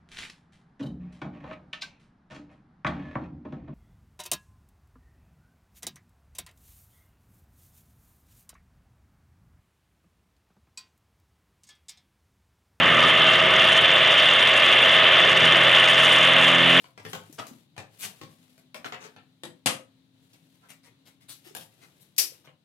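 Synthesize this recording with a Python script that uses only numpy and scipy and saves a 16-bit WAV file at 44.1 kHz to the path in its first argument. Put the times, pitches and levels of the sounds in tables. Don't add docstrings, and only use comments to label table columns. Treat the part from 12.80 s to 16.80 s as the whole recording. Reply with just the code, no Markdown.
import sys
import numpy as np
from scipy import signal
from scipy.fft import rfft, irfft
from scipy.io import wavfile
from scipy.ndimage import uniform_filter1d

SR = 44100
rng = np.random.default_rng(int(sys.argv[2]) if len(sys.argv) > 2 else 0)


def log_audio(samples):
    frames = np.atleast_2d(samples).T
    limited = np.clip(frames, -1, 1)
    pcm = np.round(limited * 32767).astype(np.int16)
    wavfile.write(sys.argv[1], SR, pcm)


N = 176400
T = np.arange(N) / SR
HZ = np.maximum(np.fft.rfftfreq(N, 1 / SR), 1)
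PULSE_HZ, ROAR_PULSE_DEPTH, CRACK_PULSE_DEPTH = 87.8, 0.15, 0.22


def biplane():
    # t/s, f/Hz
    firing_rate = [(0, 121.7), (.5, 121.9), (.85, 123.3), (1.8, 124.1), (2.4, 124.9), (2.8, 125.3),
                   (3.25, 126.3), (3.6, 126), (4, 128)]
    # t/s, firing level/dB, propeller level/dB, overtone level/dB
    tone_levels = [(0, -39, -35.5, -36), (.35, -42, -41.5, -38.5), (.85, -44.5, -48, -46),
                   (1.4, -46, -58, -47), (1.9, -45, -59, -43.5), (2.4, -43.5, -53, -50.5),
                   (2.68, -40, -35.5, -39.5), (3.0, -40, -42.5, -47.5), (3.3, -40.5, -40.5, -42),
                   (3.65, -40.5, -35.5, -36.5), (4, -36, -30, -28.5)]
    # multiple of the crank speed, relative level/dB
    overtone_mix = [(2, -24), (6, -1.5), (7, -15.5), (8, -5.5), (9, -15), (10, -9.5), (11, -11)]
    firings_per_turn = 3
    firing_hz, = in_time(firing_rate)
    crank = phase_of(firing_hz / firings_per_turn * (1 + 0.0014 * drift(4.0)))
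    firing_db, propeller_db, overtones_db = in_time(tone_levels)
    firing = from_db(firing_db) * np.sin(firings_per_turn * crank)
    propeller = from_db(propeller_db) * np.sin(4 * crank)
    overtones = tones(crank, overtone_mix, fade_db=0.95)
    return np.sqrt(2) * (firing + propeller) + from_db(overtones_db) * overtones


def roar(pulse, flutter, flutter_db=0.56, rasp_from_hz=2460):
    # t/s, level/dB
    body_level = [(0, -20), (.35, -21), (.6, -21.5), (1.0, -21.5), (1.5, -21.5), (1.9, -21), (2.3, -20),
                  (2.55, -20.5), (2.95, -19.5), (3.15, -21), (3.6, -19.5), (3.78, -21.5), (4, -20)]
    # t/s, level/dB
    rasp_level = [(0, -22), (.1, -22), (.3, -20), (.37, -19), (.44, -17.5), (.58, -20), (.68, -21.5),
                  (.8, -18.5), (1.3, -18.5), (1.4, -18), (1.6, -18.5), (1.76, -19.7), (1.95, -18),
                  (2.15, -18), (2.42, -18.3), (2.55, -20.5), (2.67, -18), (2.85, -19.5), (2.96, -16),
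                  (3.08, -19.2), (3.28, -17.5), (3.45, -18), (3.69, -18), (3.76, -21), (3.86, -17.5),
                  (4, -18)]
    pulsing_noise = rng.standard_normal(N) * (1 + ROAR_PULSE_DEPTH * pulse)
    air = rms_one(coloured(pulsing_noise, roar_colour(HZ)))
    rasp = coloured(air, 1 / (1 + (rasp_from_hz / HZ) ** 24))
    both = gain_curve(body_level) * evened(air - rasp) + gain_curve(rasp_level) * evened(rasp)
    return from_db(flutter_db * flutter) * both


def roar_colour(hz):
    # f/Hz, level/dB
    broad_shape = [(25, -38), (50, -39), (80, -28), (108, -24), (135, -21), (280, -19), (400, -17),
                   (560, -8.5), (780, -12), (920, -9.5), (1100, -10), (1550, -7.5), (2050, -4),
                   (2600, -4.5), (2800, 0), (3150, -2.5), (3550, -6), (3750, -11), (4200, -24.5),
                   (6500, -54.5), (10000, -68), (15000, -70)]
    # f/Hz, width/Hz, level change/dB
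    resonances = [(649, 49, 3.5), (928, 22, -8), (1127, 35, 5.5), (1248, 18.5, 6.5), (1536, 12, -3.5),
                  (1780, 48, 4), (1935, 13, -2), (2105, 38, 2), (2292, 32, -9.5), (2400, 22, 3.5),
                  (2458, 27.3, -11.5), (2610, 15, -3), (2755, 25, 3), (3045, 45, 4), (3167, 22, 4.5),
                  (3350, 70, 2), (3503, 34, 7)]
    peaks_db = sum(db * np.exp(-.5 * ((hz - centre) / width) ** 2) for centre, width, db in resonances)
    return from_db(at_hz(broad_shape, hz) + peaks_db)


def crackle(pulse, flutter, flutter_db=1.8, sizzle_from_hz=5900):
    # t/s, level/dB
    crackle_level = [(0, -46), (.13, -42.5), (.21, -39.5), (.34, -42), (.54, -38), (.66, -40.5), (.87, -39),
                     (1.0, -40), (1.18, -41), (1.42, -38), (1.55, -40), (1.72, -38), (1.9, -40),
                     (2.02, -39.5), (2.14, -38), (2.23, -43.5), (2.4, -39.5), (2.54, -35), (2.7, -39),
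                     (2.87, -40), (2.95, -39), (3.18, -36), (3.28, -36), (3.47, -38), (3.55, -42),
                     (3.68, -38.5), (3.76, -42.5), (3.92, -39), (4, -40.5)]
    # f/Hz, level/dB
    crackle_colour = [(1000, -34), (3000, -3.5), (4400, 2), (5300, 2), (6600, -1), (7400, -5), (7900, -8),
                      (9300, -5.5), (10000, -14.5), (10700, -10.5), (11700, -24.5), (12600, -19.5),
                      (15000, -35)]
    # t/s, level/dB
    sizzle_level = [(0, -3.5), (.35, -2), (.7, -5), (1.0, -1), (2.0, 0.5), (2.3, -3.5), (2.75, -1),
                    (3.25, 3), (3.7, 4), (4, 1)]
    bands_hz, band_cracks_per_s, size_spread_db = [4430, 6600, 9650, 13100], 4000, 6
    ring_s, ring_share = 0.0037, 0.54
    cracks = 0
    for band in np.eye(len(bands_hz)):
        sizes = from_db(size_spread_db * np.minimum(rng.exponential(1, N), 5))
        signs = rng.choice([-1, 1], N)
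        clicks = sizes * signs * (rng.random(N) < band_cracks_per_s / SR)
        cracks = cracks + coloured(clicks, np.sqrt(np.interp(HZ, bands_hz, band)))
    ring = rng.standard_normal(N) * np.exp(-T / ring_s)
    colour = from_db(at_hz(crackle_colour, HZ)) * (1 + ring_share * rfft(ring / np.linalg.norm(ring)))
    cracks = rms_one(coloured(cracks * (1 + CRACK_PULSE_DEPTH * pulse), colour))
    sizzle = coloured(cracks, 1 / (1 + (sizzle_from_hz / HZ) ** 10))
    cracks = evened(cracks - sizzle + gain_curve(sizzle_level) * sizzle)
    return gain_curve(crackle_level) * from_db(flutter_db * flutter) * cracks


def flares(pulse):
    # t/s, half length/s, level/dB
    bursts = [(2.05, .014, -51), (3.68, .018, -48), (3.83, .008, -51)]
    # f/Hz, level/dB
    burst_colour = [(3000, -25), (6000, -5), (9300, -3.5), (11500, -8.5), (14500, -14)]
    gain = sum(from_db(db) * np.exp(-.5 * ((T - s) / half_s) ** 2) for s, half_s, db in bursts)
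    hiss = rng.standard_normal(N) * (1 + CRACK_PULSE_DEPTH * pulse)
    return gain * rms_one(coloured(hiss, from_db(at_hz(burst_colour, HZ))))


def steady_engine(cycle_hz=22.11, weak_lines_db=-29):
    # multiple of the cycle rate, level/dB
    strong_tones = [(4, -55.5), (10, -54.5), (21, -45), (24, -38), (25, -44.5), (27, -43), (29, -39),
                    (30, -43.5), (36, -48.5), (44, -44), (66, -47.5), (68, -39.5), (80, -40), (92, -36),
                    (94, -40.5), (97, -39.5), (117, -36.5), (126, -35.5), (136, -39), (140, -39),
                    (143, -35.5)]
    cycle = phase_of(cycle_hz * (1 + 0.001192 * drift(2.0)))
    weak_hz = np.arange(1, 170) * cycle_hz
    phases = np.exp(2j * np.pi * rng.random(len(weak_hz)))
    one_cycle = rms_one(irfft(np.r_[0, roar_colour(weak_hz) * phases], 2048))
    angles = np.linspace(0, 2 * np.pi, len(one_cycle), endpoint=False)
    weak_tones = np.interp(cycle, angles, one_cycle, period=2 * np.pi)
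    return from_db(weak_lines_db) * weak_tones + tones(cycle, strong_tones)


def rumble():
    # t/s, level/dB
    rumble_level = [(0, -34.5), (.35, -42.5), (.7, -37), (1.1, -42.5), (1.8, -49.5), (2.3, -45),
                    (2.67, -36.5), (3.0, -53), (3.5, -63), (4, -46)]
    low = swell(rumble_level, centre_hz=163.6, octaves=0.45)
    deep = swell(rumble_level, centre_hz=77, octaves=0.3)
    return low + from_db(-11) * deep


def middle_bands():
    # t/s, level/dB
    nasal_level = [(0, -35.5), (.17, -24), (.33, -27), (.48, -28), (.63, -29.5), (.8, -27.5), (.95, -39),
                   (2.3, -43.5), (2.7, -37.5), (3.05, -45), (4, -37.5)]
    # t/s, level/dB
    hollow_level = [(0, -38), (.35, -40), (.7, -37), (1.1, -41.5), (1.8, -43), (2.2, -40), (2.45, -34.5),
                    (2.8, -39), (3.15, -43.5), (4, -47.5)]
    # t/s, level/dB
    drone_level = [(0, -39), (.3, -40), (.48, -30.5), (.75, -30.5), (1.1, -34), (1.7, -37), (2.25, -30),
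                   (2.6, -37), (3.0, -42.5), (3.25, -32.5), (3.55, -50), (4, -43)]
    nasal = swell(nasal_level, centre_hz=1233, octaves=0.12)
    hollow = swell(hollow_level, centre_hz=375, octaves=0.24)
    drone = swell(drone_level, centre_hz=644, octaves=0.057)
    return nasal + hollow + drone


def two_ears(sound, scatter_s=0.073):
    # f/Hz, relative level/dB
    echo_level = [(60, -3), (125, -21), (300, -10), (600, -18), (910, -6.5), (1200, -16), (1500, -9),
                  (2800, -25.5), (5000, -16), (10000, -28)]
    # f/Hz, left minus right level/dB
    left_louder = [(60, 4), (150, -3), (600, -2), (1300, 0), (3000, -0.6), (8000, -0.5)]
    # f/Hz, phase/rad
    left_ahead = [(70, -0.46), (150, -0.057), (350, 0.4), (1300, 0.067), (3000, 0.17), (6000, 0.23)]
    scatter = rfft(rng.standard_normal(N) * np.exp(-T / scatter_s))
    echoes = coloured(sound, scatter / np.abs(scatter) * from_db(at_hz(echo_level, HZ)))
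    ears = np.array([[1], [-1]])
    balance = from_db(ears * at_hz(left_louder, HZ) / 2)
    timing = np.exp(.5j * ears * at_hz(left_ahead, HZ))
    return coloured(sound + ears * echoes, balance * timing)


def tones(angle, rows, fade_db=0, fade_hz=3.0):
    total = 0
    for multiple, db in rows:
        gain = np.sqrt(2) * from_db(db + fade_db * drift(fade_hz))
        total = total + gain * np.sin(multiple * angle + rng.uniform(0, 2 * np.pi))
    return total


def swell(level, centre_hz, octaves):
    band = 1 / (1 + (np.log2(HZ / centre_hz) / octaves) ** 2) ** 1.47
    return gain_curve(level) * evened(coloured(rng.standard_normal(N), band))


def drift(rate_hz):
    step, warm_up = 100, 1000
    decay = np.exp(-2 * np.pi * rate_hz * step / SR)
    noise = rng.standard_normal(N // step + warm_up + 2)
    slow = signal.lfilter([1], [1, -2 * decay, decay * decay], noise)[warm_up:]
    return np.interp(np.arange(N) / step, np.arange(len(slow)), rms_one(slow))


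def phase_of(hz):
    return 2 * np.pi * np.cumsum(hz) / SR


def from_db(db):
    return 10 ** (np.asarray(db) / 20)


def rms_one(x):
    return x / np.sqrt(np.mean(x ** 2) + 1e-20)


def evened(x, window_s=0.077):
    return x / np.sqrt(uniform_filter1d(x ** 2, int(window_s * SR)) + 1e-12)


def in_time(rows):
    times, *columns = np.transpose(rows)
    return [np.interp(T, times, column) for column in columns]


def gain_curve(rows):
    return from_db(in_time(rows)[0])


def at_hz(rows, hz):
    table_hz, values = np.transpose(rows)
    return np.interp(np.log(hz), np.log(table_hz), values)


def coloured(x, gain):
    return irfft(rfft(x) * gain, N)


def scene():
    pulse = np.cos(phase_of(PULSE_HZ * (1 + 0.0026 * drift(2.3))))
    flutter = drift(39)
    bands = rumble() + middle_bands()
    engines = biplane() + steady_engine()
    roaring = roar(pulse, flutter) + crackle(pulse, flutter) + flares(pulse)
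    return two_ears(engines + roaring + bands)


def record(dry, peak_limit=1.54, cutoff_hz=16300):
    rounded = peak_limit * np.tanh(dry / peak_limit)
    return signal.sosfilt(signal.cheby2(12, 70, cutoff_hz, fs=SR, output="sos"), rounded)


dry = scene()
out = record(dry)
log_audio(out)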